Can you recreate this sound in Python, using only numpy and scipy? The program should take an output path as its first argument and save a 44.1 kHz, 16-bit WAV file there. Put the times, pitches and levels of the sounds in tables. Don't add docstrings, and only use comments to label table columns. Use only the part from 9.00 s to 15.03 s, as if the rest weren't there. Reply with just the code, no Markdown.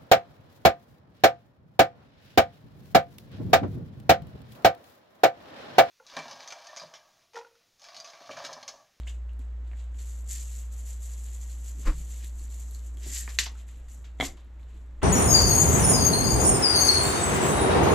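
import sys
import numpy as np
from scipy import signal
from scipy.io import wavfile
from scipy.ndimage import uniform_filter1d

SR = 44100
rng = np.random.default_rng(int(sys.argv[2]) if len(sys.argv) > 2 else 0)


def gain_from_decibels(decibels):
    exponent = np.asarray(decibels, float) / 20
    return 10 ** exponent


def waveform_to_disk(signal):
    frames = np.transpose(np.atleast_2d(signal))
    scaled = np.clip(frames, -1, 1) * 32767
    samples = np.round(scaled).astype(np.int16)
    wavfile.write(sys.argv[1], SR, samples)


N = 265923

# f/Hz, level/dB [dB per Hz]
PATTER = [(2650, -43.5), (4300, -16.5), (5250, -16), (6000, -6.5), (7240, 3), (7950, -0.5), (8720, -9.5),
          (9830, -17.5), (11100, -9), (11500, -9), (12600, -16), (14300, -28), (15500, -52)]
# f/Hz, level/dB [dB per Hz]
LID = [(250, -50), (420, -17), (702, -24), (1150, -14), (1300, -15), (1590, -10), (2110, 0), (2770, -4.5),
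       (3800, 1.5), (5070, -16), (6860, 0.5), (7620, -6.5), (8860, -29), (10200, -27), (11800, -16),
       (13200, -24), (15000, -55)]
# t/s, gain/dB
GAIN = [
    (0.0, 0.4),
    (2.6, -0.3),
    (4.38, -1),
    (4.79, -7),
    (5.26, -5.5),
    (5.3, -12),
    (5.49, -9.5),
    (5.57, -6.5),
    (5.97, -6.5),
    (6.03, -14),
]
# t/s, deep level/dB, thud level/dB, die-away/s per 20 dB
STEPS = [(0.0, -55, -60, -0.2), (.4, -58, -56, .05), (.73, -63, -59, .05), (1.11, -60, -60, 0),
         (2.55, -56, -58, 0.05), (2.8, -54, -49.5, 0.09), (2.97, -37.5, -56, 0.15), (3.13, -43, -63, 0.04),
         (3.24, -57, -57, 0.04), (3.42, -46, -61, 0.2), (3.96, -51, -57.5, 0.24), (4.075, -60, -57, 0.09),
         (4.17, -53, -66, 0.4), (4.53, -56, -62, 0.2), (4.82, -48, -66, .2), (5.3, -44, -56.5, .2),
         (5.77, -49, -62, 0.2), (6.0, -44.5, -63, 0.2), (6.03, -38, -42, 0.05)]
STEP_RISE = .6


def salt():
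    grain_tilts = [-9, 0, 9]
    # f/Hz, level/dB [dB per Hz]
    slide = [(500, -41.5), (900, -24), (1400, -14), (1900, -4.5), (2400, -6), (2900, -4.5), (4000, -6.5),
             (4600, -20), (5600, -30), (8000, -54)]
    ticking = np.zeros(N)
    for tilt in grain_tilts:
        clicks = grains(per_s=1700., spread_db=2.8)
        ticking += flutter(1.6, 900) * signal.oaconvolve(clicks, causal(tilted(PATTER, tilt)))[:N]
    patter_db, heap_db = motion()
    patter = gain_from_decibels(patter_db - 3.0) * flutter(1.3, 500) * ticking

    heap = grains(per_s=3300.0, spread_db=1.0)
    scrape = gain_from_decibels(heap_db - 1.5) * signal.oaconvolve(heap, causal(slide))[:N]
    rush_db = heap_db - 1.0 + 0.8 * np.clip(heap_db + 47.0, -30, 0)
    rush = gain_from_decibels(rush_db) * band(heap, 4330, 6300)

    tipped_s, grip_hz, grip_db = .95, 9500, -4.5
    top = signal.oaconvolve(patter, signal.firwin(101, grip_hz, pass_zero=False, fs=SR), "same")
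    upright = np.arange(N) < tipped_s * SR
    patter = patter - (1 - gain_from_decibels(grip_db)) * upright * top
    top_hz = 14600
    patter = signal.oaconvolve(patter, signal.firwin(401, top_hz, window="blackman", fs=SR), "same")
    return patter + scrape + rush + air_column()


def air_column():
    start_hz, sag_hz_per_s, width_hz = 1910, 900, 60
    t = np.arange(N) / SR - 4.18
    pole = np.exp(-np.pi * width_hz / SR)
    waver = evened(signal.lfilter([1], [1, -pole], rng.standard_normal(N)))
    note = np.sin(2 * np.pi * t * (start_hz - sag_hz_per_s * t / 2))
    return gain_from_decibels(-50) * waver * note * np.exp(-(t / .08) ** 4)


def motion():
    # turning point t/s, patter level/dB, slide length/s
    shakes = [(1.04, -54.5, 0.08), (1.136, -57, 0.12), (1.426, -49, 0.006), (1.546, -50.5, 0.12),
              (1.734, -55.5, 0.019), (1.798, -52.5, 0.002), (1.898, -50, 0.032), (2.05, -51.5, 0.035),
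              (2.119, -53, 0.041), (2.194, -54.5, 0.033), (2.274, -50, 0.005), (2.348, -52.0, 0.02),
              (2.429, -51.5, 0.003), (2.512, -51.0, 0.019), (2.592, -58, 0.007), (2.679, -50.5, 0.04),
              (2.817, -50.5, 0.02), (2.87, -56, 0.003), (2.991, -51.5, 0.049), (3.117, -50.5, 0.037),
              (3.173, -51.5, 0.029), (3.256, -52.5, 0.015), (3.423, -56, 0.046), (3.536, -54.5, 0.021),
              (3.609, -52.5, 0.02), (3.695, -59.5, 0.004), (3.754, -54.5, 0.002), (3.862, -58.5, 0.032)]
    # start t/s, patter level/dB, length/s
    trickle = (1.31, -63.5, 2.56)
    # peak t/s, patter level/dB, heap level/dB, swell and die-
    # away/s per 20 dB
    surges = [(0.0, -66, -58, 0.048, 0.07), (0.074, -54, -56, 0.008, 0.1), (0.097, -52, -55, 0.04, 0.05),
              (0.395, -68, -66, 0.006, 0.14), (0.672, -72, -65, 0.06, 0.08),
              (0.802, -63.0, -59.5, 0.12, 0.12), (1.312, -38.5, -48.5, 0.043, 0.16),
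              (1.361, -48, -52, 0.08, 0.127), (2.869, -48.0, -47, 0.04, 0.1),
              (3.244, -67.5, -54, 0.1, 0.03), (4.038, -49.5, -50, 0.05, 0.39),
              (4.17, -33, -42, 0.1276, 0.108), (4.291, -46, -47, 0.008, 0.075),
              (4.349, -49.0, -55.5, 0.05, 0.045), (4.396, -31, -29, 0.008, 0.06),
              (4.436, -43, -44, 0.02, 0.045), (4.461, -60, -37.5, 0.006, 0.04),
              (4.605, -60.0, -58.5, 0.15, 0.078), (4.681, -61.5, -60.5, 0.014, 0.26),
              (4.887, -60.5, -61, 0.008, 0.07), (4.917, -55, -65.0, 0.037, 0.15),
              (5.048, -64.5, -54, 0.008, 0.08), (5.251, -34.5, -37, 0.0347, 0.05),
              (5.374, -70, -58, 0.015, 0.12), (5.768, -72, -67.5, 0.25, 0.13),
              (.989, -54, -59, .008, .12),
        (2.862, -54, -56, .008, .1),
        (5.203, -44, -50, .006, .09),
        (5.598, -74, -70, .01, .2),
        (5.69, -73, -67, .01, .2),
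    ]
    rise_s, fall_s, stroke_heap_db = .079, 0.093, -8.5
    resting_db, resting_heap_db = -81, -74.5
    start, pour_db, length = trickle
    pour = (start + length / 2, pour_db, length)
    strokes = [(s, db, hold, rise_s, fall_s) for s, db, hold in shakes + [pour]]
    patter = list(strokes)
    heap = [(s, db + stroke_heap_db, *shape) for s, db, *shape in strokes]
    for s, patter_db, heap_db, rise, fall in surges:
        patter.append((s, patter_db, 0, rise, fall))
        heap.append((s, heap_db, 0, rise, fall))
    return swells(patter, resting_db), swells(heap, resting_heap_db)


def ticks():
    # t/s, peak level/dB, ring f/Hz, scuff t60/s
    pats = [(.0685, -40, 2100, .03), (.0745, -37, 2900, .04), (.08, -43, 3600, .03), (.092, -48, 2900, .02),
            (.413, -56, 2460, .01), (.7148, -46, 2210, .004), (.733, -45, 1930, .012),
            (4.164, -44, 2990, .05), (4.277, -31, 1830, .006), (4.2775, -36, 2400, .004),
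            (4.279, -35, 1450, .01), (5.596, -55, 2290, .011), (5.63, -53.5, 3800, 0.02)]
    taps = [(.0345, -45.5, 3670, .002), (.2926, -54, 2970, .018), (.987, -50, 3500, .015),
            (1.005, -46, 4120, .005), (3.222, -51, 2500, .036), (3.2455, -42, 4100, .004),
            (3.48, -50, 4400, .004), (3.541, -50, 4300, .004), (3.794, -49, 4200, .004),
            (3.9717, -48, 3300, .006), (4.305, -44.5, 3480, .01), (4.552, -52, 1400, .051),
            (4.689, -49.5, 2100, .016), (4.884, -48, 2000, .008), (5.371, -54, 1100, .094),
            (5.685, -59, 3190, .033)]
    cracks = [
        (.945, -52, 2980, 0.015),
        (4.464, -34, 900, .05),
        (5.043, -47, 1490, .03),
    ]
    # t/s, peak level/dB
    lumps = [(.333, -57), (.393, -49), (.77, -56), (1.29, -38), (3.182, -41), (3.208, -44), (3.2455, -35),
             (3.27, -42), (3.395, -46), (3.435, -46), (3.503, -48), (3.511, -47), (3.71, -41), (3.748, -36),
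             (3.864, -43.5), (3.9717, -47), (5.372, -54), (5.447, -60),
             (1.5533, -48),
        (1.8571, -50),
        (2.4164, -50),
        (2.5012, -45),
        (2.6379, -51),
        (2.9511, -48),
        (2.9856, -45),
        (3.0479, -54),
    ]
    pan_db = np.array([[-1.5], [1.5]])
    t = np.arange(2048) / SR
    lid = causal(LID)
    lid = lid / abs(lid).max()
    grain = causal(tilted(PATTER, 3))
    grain = grain / abs(grain).max() + gain_from_decibels(-9) * ring([(4250, 0, .006)])[:2048]
    grain = grain / abs(grain).max()
    lump_rows = [(s, db, 11200, .003) for s, db in lumps]
    kinds = [(pats, lid, -22), (taps, lid, -6), (cracks, lid, 0), (lump_rows, grain, 4)]
    sides = np.zeros((2, N))
    for rows, crack, crack_db in kinds:
        for s, db, hz, t60 in rows:
            body = gain_from_decibels(-60 * t / (.005 + .08 * t60)) * np.sin(2 * np.pi * hz * t)
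            body += gain_from_decibels(crack_db) * crack
            add(sides, s, gain_from_decibels(db) * scuffed(body, t60) * gain_from_decibels(pan_db / 2))
    return sides


def lid_snap():
    # t/s, peak level/dB, scuff t60/s
    snaps = [
        (4.378, -50, .01),
        (4.3876, -6, 0.005),
        (4.389, -14, 0.0066),
        (4.3936, -13, 0.0034),
        (4.4105, -34, .006),
        (4.4605, -35, .008),
    ]
    # f/Hz, level/dB, t60/s
    lid_modes = [(1610, -10, .02), (2180, 0, .014), (2900, -6, .01), (3375, -3, .01), (4000, -1, .012),
                 (4320, -4, .012), (5900, -5, .015), (6300, -4, .015), (7010, -1, .018), (7400, -4, .015)]
    out = np.zeros(N)
    for s, db, t60 in snaps:
        add(out, s, gain_from_decibels(db) * scuffed(causal(LID), t60))
        add(out, s, gain_from_decibels(db - 7) * scuffed(ring(lid_modes), t60))
    return out


def tube_landing():
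    # t/s, wood level/dB, plastic level/dB, scuff t60/s
    knocks = [
        (5.188, -52, -51, 0.026),
        (5.2003, -17.5, -22, .02),
        (5.208, -28, -17, .02),
        (5.2102, -25.5, -16, 0.012),
        (5.218, -25, -34, .04),
        (5.226, -23, -29, .03),
        (5.235, -27, -34, .03),
        (5.2447, -34.5, -32, 0.03),
    ]
    # f/Hz, level/dB, t60/s
    wood = [(138, -14, 0.15), (185, -8, 0.04), (293, 6, 0.1), (352, -18, 0.4), (423, 3, 0.045),
            (520, 2, .03), (620, -2, .03), (711, 0, 0.065), (942, -10, 0.04)]
    # f/Hz, level/dB [dB per Hz]
    tube = [(240, -15.5), (500, -8), (1200, -12), (1600, -14), (2020, -2), (2240, 0.5), (2600, -15),
            (3350, -5), (3900, -14), (4500, -30), (7100, -20.5), (9000, -40), (11600, -36), (15000, -55)]
    # f/Hz, level/dB, t60/s
    tube_modes = [(1640, -10, .03), (2030, -3, .03), (2240, -2, .025), (3260, 0, .03), (3460, -1, .03),
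                  (3900, -5, .02)]
    out = np.zeros(N)
    for s, wood_db, tube_db, t60 in knocks:
        add(out, s, gain_from_decibels(wood_db) * scuffed(ring(wood), 0.35 * t60))
        add(out, s, gain_from_decibels(tube_db) * scuffed(causal(tube), t60))
        add(out, s, gain_from_decibels(tube_db - 10) * scuffed(ring(tube_modes), 0.4 * t60))
    return out


def palm_thumps():
    # t/s, peak level/dB, scuff t60/s
    thumps = [
        (.393, -50, .02),
        (.72, -54, .02),
        (4.037, -46, .03),
        (4.062, -40, .08),
        (4.11, -48, .05),
        (4.277, -45, .01),
        (4.389, -44, .02),
    ]
    # f/Hz, level/dB, t60/s
    hollow = [(190, -8, .04), (260, 0, .04), (350, -5, .03)]
    out = np.zeros(N)
    for s, db, t60 in thumps:
        add(out, s, gain_from_decibels(db) * scuffed(ring(hollow), t60))
    return out


def clatter():
    # t/s, peak level/dB
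    rattles = [
        (6.018, -35),
        (6.023, -30.5),
    ]
    # f/Hz, level/dB [dB per Hz]
    tone = [(180, -44), (300, 1.5), (1320, 1.5), (3090, -8), (3350, -8), (5330, -32), (7240, -20),
            (8640, -40), (14000, -44.5)]
    out = np.zeros(N)
    for s, db in rattles:
        add(out, s, gain_from_decibels(db) * scuffed(causal(tone), 0.075))
    return out


def sole_squeaks():
    # t/s, f/Hz, level/dB
    squeaks = [
        (5.795, 7820, -78),
        (5.835, 8100, -80.5),
        (5.87, 7920, -77),
    ]
    t = np.arange(N) / SR
    out = np.zeros(N)
    for s, hz, db in squeaks:
        out += gain_from_decibels(db) * np.sin(2 * np.pi * hz * t) * np.exp(-((t - s) / .012) ** 2)
    return out


def stand_bump():
    # t/s, level/dB
    rattle_db = [
        (2.83, -56),
        (2.842, -65),
        (2.87, -31),
        (2.892, -37.5),
        (2.955, -62.5),
    ]
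    # f/Hz, level/dB [dB per Hz]
    rattle_tone = [(59, -47), (100, 0), (198, -5), (310, 1), (414, -14.5), (536, -1.5), (604, -15),
                   (1060, -6.5), (2420, -16), (3100, -23), (3700, -32), (4600, -28), (6000, -45),
                   (7800, -65), (13200, -120)]
    # f/Hz, level/dB, centre t/s, half-length/s
    plate = [
        (307, -36, 2.895, .026),
        (522, -41, 2.888, .014),
        (1050, -46, 2.885, .02),
    ]
    t = np.arange(N) / SR
    swing = gain_from_decibels(-13.5) * np.cos(2 * np.pi * 30 * (t - 2.9)) * np.exp(-((t - 2.89) / 0.022) ** 2)
    shudder = gain_from_decibels(-51) * band(rng.standard_normal(N), 129, 165) * np.exp(-((t - 2.93) / 0.13) ** 2)
    head = np.zeros(N)
    for hz, db, s, half in plate:
        head += gain_from_decibels(db) * np.sin(2 * np.pi * hz * t) * np.exp(-((t - s) / half) ** 2)
    rattle = signal.oaconvolve(grains(per_s=1500.0, spread_db=2.0), causal(rattle_tone))[:N]
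    inside = (t > rattle_db[0][0]) & (t < rattle_db[-1][0])
    lean = gain_from_decibels(np.array([[2.5], [-2.5]]))
    return swing + shudder + head + gain_from_decibels(curve(rattle_db)) * inside * rattle * lean


def refrigerator():
    hum_hz, hum_db = 59.16, -35
    hum = np.cos(2 * np.pi * hum_hz * np.arange(N) / SR + np.pi)
    return np.sqrt(2) * gain_from_decibels(hum_db + curve(GAIN)) * hum


def floor():
    resting_deep_db, resting_thuds_db, lumps_db = -64, -66, 1.5
    deep_rows = [(s, db, 0, STEP_RISE * fall, fall) for s, db, _, fall in STEPS]
    thud_rows = [(s, db, 0, STEP_RISE * fall, fall) for s, _, db, fall in STEPS]
    drift = uniform_filter1d(uniform_filter1d(rng.standard_normal(N), size=2000), size=2000)
    thuds_db = swells(thud_rows, resting_thuds_db) + lumps_db * evened(drift)
    deep = gain_from_decibels(swells(deep_rows, resting_deep_db)) * band(rng.standard_normal(N), 7, 45)
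    return deep + gain_from_decibels(thuds_db) * band(rng.standard_normal(N), 58, 326)


def kitchen_air():
    # f/Hz, level/dB [dB per Hz]
    air_tone = [(47, -34.5), (80, -2.5), (91, -27.5), (124, -18), (173, -22.5), (202, -28), (230, -29.5),
                (581, -28), (678, -30.5), (1280, -33), (1870, -35), (3030, -48), (4710, -52), (6400, -52.5),
                (8600, -62), (10000, -65), (11800, -59), (13500, -62), (14500, -66), (15000, -85)]
    air_db, gain_share = -58.5, 0.15
    air = signal.oaconvolve(rng.standard_normal(N), causal(air_tone))[:N]
    return gain_from_decibels(air_db + gain_share * (curve(GAIN) + 2.5)) * ports(air)


def room(x):
    # f/Hz, t60/s
    decay = [(200, 0.22), (1000, 0.25), (3000, 0.19), (7000, 0.19), (12000, 0.091)]
    taps = np.zeros((2, SR // 2))
    at = np.arange(120, SR // 2 - 20, 20) + rng.integers(0, 20, (2, (SR // 2 - 121) // 20))
    np.put_along_axis(taps, at, rng.choice([-1., 1.], at.shape), 1)
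    taps[1] = 0.53 * taps[0] + .5 * taps[1]
    hz, t, z = signal.stft(taps, SR, nperseg=256)
    tail = signal.istft(z * gain_from_decibels(-60 * t / read(decay, hz)[:, None]), SR, nperseg=256)[1]
    return signal.fftconvolve(x[None], tail / np.linalg.norm(tail[0]), axes=1)[:, :N]


def ports(x):
    # f/Hz, likeness [0..1]
    likeness = [(60, 0.33), (180, 0.81), (550, 0.73), (1650, 0.37), (4970, 0.75), (9000, .6), (15000, 0.2)]
    # f/Hz, level/dB
    leaning = [(60, -13.5), (180, -3), (550, -1), (1650, 1), (4970, -1), (15000, 5)]
    hz, _, z = signal.stft(x, SR, nperseg=256)
    same = np.clip(read(likeness, hz), 0, 1)[:, None]
    wander = uniform_filter1d(rng.standard_normal(z.shape), size=3, axis=1)
    turn = np.arccos(same) * 0.58 * np.sign(wander)
    lean = gain_from_decibels(read(leaning, hz) / 2)[:, None]
    sides = [z * np.exp(1j * turn) * lean, z * np.exp(-1j * turn) / lean]
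    return signal.istft(sides, SR, nperseg=256)[1][:, :N]


def grains(per_s, spread_db):
    size = gain_from_decibels(spread_db * np.minimum(rng.exponential(1, N), 5)) * rng.choice([-1., 1.], N)
    return evened(size * (rng.random(N) < per_s / SR))


def flutter(db, size):
    return gain_from_decibels(db * evened(uniform_filter1d(rng.standard_normal(N), size=size)))


def scuffed(body, t60):
    spray = rng.standard_normal(3000) * gain_from_decibels(-60 * np.arange(3000) / SR / max(t60, .002))
    out = signal.fftconvolve(spray, body)
    return out / abs(out).max()


def ring(modes):
    t = np.arange(20000) / SR
    out = sum(gain_from_decibels(db - 60 * t / t60) * np.sin(2 * np.pi * hz * t) for hz, db, t60 in modes)
    out = out * (1 - np.exp(-(t / .0003) ** 2))
    return out / abs(out).max()


def swells(rows, rest_db):
    t = np.arange(0, N + 32, 32) / SR
    s, db, hold, rise, fall = np.transpose(rows)[..., None]
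    away = np.maximum(np.maximum((s - hold / 2 - t) / rise, (t - s - hold / 2) / fall), 0)
    power = (gain_from_decibels(db - 20 * away) ** 2).sum(0) + gain_from_decibels(rest_db) ** 2
    return np.interp(np.arange(N) / SR, t, 10 * np.log10(power))


def causal(points):
    level_db = read(points, abs(np.fft.fftfreq(4096, 1 / SR)))
    log_gain = np.log(gain_from_decibels(np.maximum(level_db, -70)))
    taps = np.fft.ifft(np.exp(np.conj(signal.hilbert(log_gain)))).real[:2048]
    return taps / np.linalg.norm(taps)


def tilted(points, db_per_octave):
    return [(hz, db + db_per_octave * np.log2(hz / 9000)) for hz, db in points]


def band(x, lo_hz, hi_hz):
    return evened(signal.sosfilt(signal.butter(4, [lo_hz, hi_hz], "band", fs=SR, output="sos"), x))


def evened(x):
    return x / np.sqrt(np.mean(x ** 2) + 1e-20)


def read(points, hz):
    f, value = np.transpose(points)
    return np.interp(np.log(hz + 1), np.log(f + 1), value)


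def curve(points):
    s, value = np.transpose(points)
    return np.interp(np.arange(N) / SR, s, value)


def add(mix, s, sound):
    part = mix[..., round(s * SR):][..., :sound.shape[-1]]
    part += sound[..., :part.shape[-1]]


def scene():
    grit, clicks = salt(), ticks()
    hits = lid_snap() + tube_landing() + palm_thumps() + clatter() + sole_squeaks()
    wet = room(gain_from_decibels(-13.5) * grit + gain_from_decibels(-4) * clicks.mean(0) + gain_from_decibels(-7.5) * hits)
    spread = gain_from_decibels(-12) * (np.roll(hits, 9) - np.roll(hits, 12)) * np.array([[1], [-1]])
    near = ports(gain_from_decibels(-2.0) * grit) + clicks + hits + spread
    return near + wet + stand_bump() + refrigerator() + floor() + kitchen_air()


def top_cut(x):
    return signal.sosfilt(signal.butter(12, 15640, fs=SR, output="sos"), x)


def record(dry):
    rounded = .75 * np.tanh(dry / .75)
    return top_cut(rounded)


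dry = scene()
out = record(dry)
waveform_to_disk(out)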